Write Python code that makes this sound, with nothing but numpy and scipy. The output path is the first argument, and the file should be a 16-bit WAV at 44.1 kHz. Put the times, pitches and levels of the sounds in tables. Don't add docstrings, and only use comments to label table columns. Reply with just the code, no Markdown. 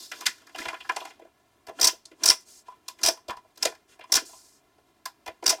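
import sys
import numpy as np
from scipy import signal
from scipy.fft import rfft, irfft, next_fast_len
from scipy.io import wavfile
from scipy.ndimage import uniform_filter1d

SR = 44100
rng = np.random.default_rng(int(sys.argv[2]) if len(sys.argv) > 2 else 0)


def log_audio(samples):
    frames = np.atleast_2d(samples).T
    limited = np.clip(frames, -1, 1)
    pcm = np.round(limited * 32767).astype(np.int16)
    wavfile.write(sys.argv[1], SR, pcm)


N = 246959
SIZE = 8192

# pitch in Hz, width in Hz, dB.
SHELL_MODES = [(1553, 430, 3.5), (1891, 230, -1.7), (2043, 530, -0.35), (2468, 230, -2.5),
               (2791, 530, 0.74), (3320, 380, 0), (3998, 1100, -1.5)]
HOLLOW_MODES = [(237, 77, -2), (333, 100, 2), (499.6, 130, 2.5), (658, 80, -6.5), (821.4, 160, -2),
                (1004, 88, -1.5), (1180, 190, -2)]
CRACK_MODES = [(3485, 300, -11.5), (4814, 2700, 0), (5050, 91, -5.5), (6000, 4800, -1.5), (9030, 9900, -7),
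               (12750, 4900, -4.5)]
# level in dB, time to fall 60 dB in ms.
TAILS = [(-33, 124), (-24.5, 83.5), (-30, 110.4)]
HIGH_TAIL, MID_TAIL, LOW_TAIL = TAILS


def ratchet():
    # start in seconds, contact in ms, level in dB.
    snaps = [(1.8113, 2.5, -18), (1.8253, 5, -21.5), (1.84, 5.5, -17.5), (1.8503, 3.2, -22),
             (1.8694, 3.5, -15.5), (1.8815, 0.54, -24), (2.234, 4.2, -22.5), (2.2563, 2.5, -15.5),
             (2.2729, 4.8, -22.5), (2.2856, 0.54, -10), (2.2988, .8, -9), (2.3067, 0.62, -19),
             (2.3136, 2.4, -33.5), (3.032, 3, -20), (3.0468, 2.3, -24), (3.0594, 1.6, -18),
             (3.0688, 3.8, -22), (3.0833, 1.7, -17.5), (3.6249, 2.2, -20), (4.12, 2.2, -16),
             (4.1385, 0.81, -16), (4.1507, 3.7, -18), (4.1628, 2, -20), (4.1693, 1.2, -26.5),
             (5.4582, 0.98, -30), (5.463, 0.96, -15), (5.4759, 1.7, -18.5), (5.4907, 5, -19.5),
             (5.4988, 3.2, -20)]
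    # pitch in Hz, width in Hz, level in dB.
    snap_modes = [(4000, 1500, -8.5), (4684, 600, -5.5), (5374, 1200, 0), (6040, 1000, -3),
                  (7060, 2300, -6.5), (9400, 4700, -8), (11070, 3600, -10.5), (14500, 3000, -15.5)]
    out = np.zeros(N)
    for start, ms, db in snaps:
        body_db = 0.09 * (ms - 1)
        strike(out, start, db, ms, snap_modes, HIGH_TAIL, grit_db=5)
        strike(out, start, body_db - 32, 0.44 * ms, SHELL_MODES, MID_TAIL, grit_db=2.7)
        strike(out, start, body_db - 37.5, 2.4 * ms, HOLLOW_MODES, LOW_TAIL,
               grit_db=5, peak_hz=880, db_per_octave=11)
    return out


def shell_knocks():
    # start in seconds, crack, shell and hollow levels in dB, hollow peak in Hz.
    knocks = [(0.1148, -40, -33.5, -48.5, 660), (0.2069, -39.5, -47, -46.5, 1060),
              (0.2161, -52, -51.5, -42.5, 970), (0.2559, -34.5, -31.5, -45, 990),
              (0.2632, -19.5, -23.5, -37, 1080), (0.38, -59.5, -59, -82, 910), (0.417, -65, -61, -70, 900),
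              (0.468, -54, -53, -60, 1200), (0.491, -63, -55, -61, 900), (0.5456, -56, -41, -39.5, 850),
              (0.5562, -47.5, -45, -44, 810), (0.5833, -40, -37.5, -48, 620), (0.614, -58, -38.5, -44, 850),
              (0.6523, -45.5, -34.5, -34.5, 776), (0.6826, -39.5, -32, -37, 850),
              (0.7011, -64, -56, -43, 850), (0.7279, -56, -44, -38, 850), (0.7392, -57, -39, -55, 920),
              (0.803, -57.5, -42.5, -53.5, 870), (0.8448, -76, -49, -50, 910),
              (0.8913, -39.5, -25, -27.5, 924), (0.918, -50.5, -70, -44, 840),
              (0.9622, -34.5, -37.5, -28.5, 820), (1.0018, -51, -42, -58, 860),
              (1.0113, -62, -61, -39, 825), (1.0501, -46, -44, -39, 826), (1.102, -60, -50.5, -52.5, 766),
              (1.1928, -67, -64, -49, 618), (1.2169, -77.5, -61.5, -48, 534),
              (1.246, -74, -64.5, -52.5, 616), (1.6679, -50, -51.5, -49.5, 715),
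              (1.6808, -58, -48, -42.5, 684), (1.6903, -55.5, -54, -39.5, 660),
              (1.7875, -60, -40, -37, 714), (1.797, -35, -45.5, -45, 700), (1.9269, -60, -54, -47.5, 604),
              (2.0539, -43.5, -71, -70, 493), (2.113, -65.5, -55.5, -51, 426),
              (2.2989, -29.5, -29, -41.5, 820), (2.681, -64, -65.5, -41.5, 1000),
              (2.7175, -72, -85, -52, 962), (2.8812, -33.5, -46.5, -43.5, 1000),
              (2.987, -56.5, -52.5, -62.5, 890), (3.013, -47, -56, -52, 800),
              (3.0813, -53, -36, -25.5, 645), (3.1329, -60, -59, -50.5, 810), (3.17, -62, -60, -52, 970),
              (3.2816, -46, -47.5, -34.5, 589), (3.2928, -49.5, -38.5, -33, 912),
              (3.3038, -44, -42.5, -36, 924), (3.3674, -55, -56.5, -45.5, 950),
              (3.4428, -80, -86, -60, 680), (3.557, -61, -71, -70, 596), (3.574, -48, -57, -58, 555),
              (3.6514, -22, -28, -21.5, 635), (3.6643, -66, -67, -42, 670), (3.695, -69, -73, -47, 527),
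              (3.7189, -66, -54, -47.5, 820), (3.748, -58.5, -58.5, -65.5, 900),
              (3.991, -62, -55, -48.5, 715), (4.008, -64.5, -46, -53, 695), (4.0366, -59.5, -55, -47, 975),
              (4.093, -77.5, -63, -53, 900), (4.1702, -57.5, -28.5, -39.5, 730),
              (4.2179, -61, -58, -46, 420), (4.29, -72, -68, -58, 810), (4.329, -71, -60.5, -50.5, 950),
              (4.7806, -77, -74, -58.5, 680), (5.055, -34, -38, -37, 946), (5.2605, -47, -44.5, -40, 723),
              (5.2752, -46, -39, -35, 687), (5.4248, -55, -49.5, -35, 595), (5.4384, -44, -47, -38, 498),
              (5.5226, -38, -38, -32.5, 620), (5.5794, -60, -63, -48, 750)]
    out = np.zeros(N)
    scatter = rng.standard_normal((len(knocks), 2))
    for (start, crack_db, shell_db, hollow_db, hollow_hz), (spot, wait) in zip(knocks, scatter):
        shell_hz = 1940 * 2 ** (0.42 * spot)
        dullness_db = max(hollow_db, shell_db) - crack_db - 10.5
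        contact_ms = np.clip(2.24 * undb(0.08 * dullness_db), .2, 6)
        bounce = start + 0.011 * undb(3 * wait)
        strike(out, start, crack_db, contact_ms, CRACK_MODES, HIGH_TAIL, grit_db=2.7)
        for at, ms, db in (start, contact_ms, 0), (bounce, 3.6, -12):
            strike(out, at, shell_db + db, ms, SHELL_MODES, MID_TAIL,
                   grit_db=7.2, peak_hz=shell_hz, db_per_octave=12)
            strike(out, at, hollow_db + db, ms, HOLLOW_MODES, LOW_TAIL,
                   grit_db=8.3, peak_hz=hollow_hz, db_per_octave=21)
    return out


def table_thumps():
    # start in seconds, level in dB.
    pushes = [(0.257, -57), (0.585, -61), (0.654, -54), (1.675, -59.5), (1.83, -48.5), (1.869, -59),
              (2.241, -55.5), (2.29, -49.5), (3.039, -51), (3.072, -59), (3.282, -50), (3.36, -67),
              (3.65, -57.5), (4.145, -48.5), (5.269, -59), (5.47, -53)]
    # pitch in Hz, width in Hz, level in dB.
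    board_modes = [(44.8, 140, -7), (95, 110, -3.5), (140, 120, -1), (208, 33, 3)]
    out = np.zeros(N)
    for start, db in pushes:
        strike(out, start, db, contact_ms=3.3, modes=board_modes, tail=LOW_TAIL,
               grit_db=2.9, peak_hz=75, db_per_octave=5.4)
    return out


def friction():
    # start, length and swell in seconds, hiss, scrape and fade in dB.
    slides = [(2.396, 0.053, .01, -56, -75, 0), (2.446, .19, 0.045, -50.5, -67.5, -6),
              (2.65, 0.15, 0.023, -64.5, -58, -22), (3.873, 0.096, 0.019, -65, -66, 6.5),
              (4.244, 0.37, 0.013, -48, -64.5, -17.5)]
    # end in seconds, level in dB.
    swells = [(1.81, -47.5), (2.235, -50.5), (2.88, -68), (3.03, -53), (3.628, -52), (4.12, -57)]
    # time in seconds, hiss and scrape in dB.
    handling = [(0, -45, -65.5), (.062, -46.5, -62.5), (0.08, -55, -85), (0.13, -51, -51.5),
                (0.266, -53.5, -57.5), (0.37, -61, -69), (.47, -69.5, -66), (0.535, -68, -70),
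                (0.602, -45, -43.5), (.72, -57, -55.5), (0.8, -63.5, -70), (.97, -55.5, -57),
                (1.1, -59.5, -65), (1.3, -104.5, -80)]
    # pitch in Hz, width in Hz, level in dB.
    paper_modes = [(4970, 2500, 2), (6920, 3400, 3.5), (9300, 4700, 0), (14300, 4200, -10)]
    t = np.arange(N) / SR
    paper, shell, hollow = np.zeros((3, N))
    for start, length, swell, hiss_db, scrape_db, fade_db in slides:
        edges = np.clip(np.minimum((t - start) / swell, (start + length - t) / 0.045), 0, 1)
        stroke = edges * undb(fade_db * np.clip((t - start) / length, 0, 1))
        paper += undb(hiss_db) * stroke
        shell += undb(scrape_db) * stroke
        hollow += undb(scrape_db - 2) * stroke
    for end, db in swells:
        rise = undb(db + 373 * np.minimum(t - end, 0)) * (t < end)
        paper += rise
        shell += rise
        hollow += undb(3.5) * rise
    times, *levels = np.transpose(handling)
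    hand_hiss, hand_scrape = (undb(np.interp(t, times, db, -120, -120)) for db in levels)
    return (rub(paper, paper_modes, flicker_db=.6)
            + rub(shell + hand_scrape, SHELL_MODES, flicker_db=2)
            + rub(hollow + hand_scrape, HOLLOW_MODES, flicker_db=2)
            + rub(hand_hiss, CRACK_MODES, flicker_db=1.5))


def room_tone():
    # frequency in Hz, relative noise density in dB.
    spectrum = [(15, -44), (25, -17), (123, -4), (194, -2.5), (283, -6), (901, -9), (1030, -9), (1250, -13),
                (1350, -13.5), (1920, -16.5), (15700, -30.5)]
    hz, db = np.transpose(spectrum)
    size = next_fast_len(N)
    freqs = np.arange(size // 2 + 1) * SR / size + 1
    colour = undb(np.interp(np.log(freqs), np.log(hz), db))
    noise = irfft(rfft(rng.standard_normal(size)) * colour, size)[:N]
    return unit(noise * undb(.8 * walk(36))) * undb(-66)


def strike(out, start, db, contact_ms, modes, tail, grit_db, peak_hz=1000, db_per_octave=0):
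    ms = np.arange(SIZE) * 1000 / SR
    burst = int(contact_ms * 3 * SR / 1000) + 40
    blow = np.sqrt(ms / contact_ms) * np.exp(-ms / contact_ms)
    blow *= undb(grit_db * rng.standard_normal(SIZE))
    force = unit(blow, burst) * rng.choice([-1, 1], size=SIZE)
    tail_db, t60_ms = tail
    near = undb(tail_db - 60 * ms / t60_ms)
    far = undb(tail_db - 21 - 60 * ms / 290)
    force += np.sqrt(burst) * rng.standard_normal(SIZE) * (near + far) * np.clip(ms / 4.4, 0, 1)
    octaves = np.abs(np.log2(np.array(modes)[:, 0] / peak_hz))
    shares = undb(-db_per_octave * octaves + 1.5 * rng.standard_normal(len(modes)))
    sound = irfft(rfft(force) * (shares @ mode_spectra(modes)), SIZE)
    sound = undb(db) * unit(sound, burst + int(2 * SR / peak_hz))
    first = int(start * SR)
    out[first:first + SIZE] += sound[:N - first]


def rub(envelope, modes, flicker_db):
    fibres = rng.standard_normal(N) * undb(flicker_db * (walk(130) + walk(26)))
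    ringing = sum((-1) ** k * undb(db) * resonate(fibres, hz, width) / np.sqrt(width)
                  for k, (hz, width, db) in enumerate(modes))
    return uniform_filter1d(envelope, 300) * unit(ringing)


def mode_spectra(modes):
    click = signal.unit_impulse(SIZE)
    return np.array([(-1) ** k * undb(db) * rfft(unit(resonate(click, hz, width)))
                     for k, (hz, width, db) in enumerate(modes)])


def resonate(x, hz, width):
    b, a = signal.iirpeak(hz, hz / width, fs=SR)
    return signal.lfilter(b, a, signal.lfilter(b, a, x))


def walk(rate):
    hold = int(SR / rate)
    steps = np.repeat(rng.standard_normal(N // hold + 1), hold)
    return 1.1 * uniform_filter1d(steps, hold)[:N]


def undb(db):
    return 10 ** (np.asarray(db) / 20)


def unit(x, head=None):
    return x / np.sqrt(np.mean(x[:head] ** 2))


def scene():
    return (ratchet() + shell_knocks() + table_thumps() + friction() + room_tone())[None]


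def record(dry):
    lag = 128
    taps = np.zeros(2 * lag + 1)
    taps[::lag] = 0.56, 0.93, 0.011
    doubled = signal.lfilter(taps, [1], dry)
    lowpass = signal.ellip(10, .2, 60, 15800, fs=SR, output="sos")
    return signal.sosfilt(lowpass, np.clip(doubled, -1, 1))


dry = scene()
out = record(dry)
log_audio(out)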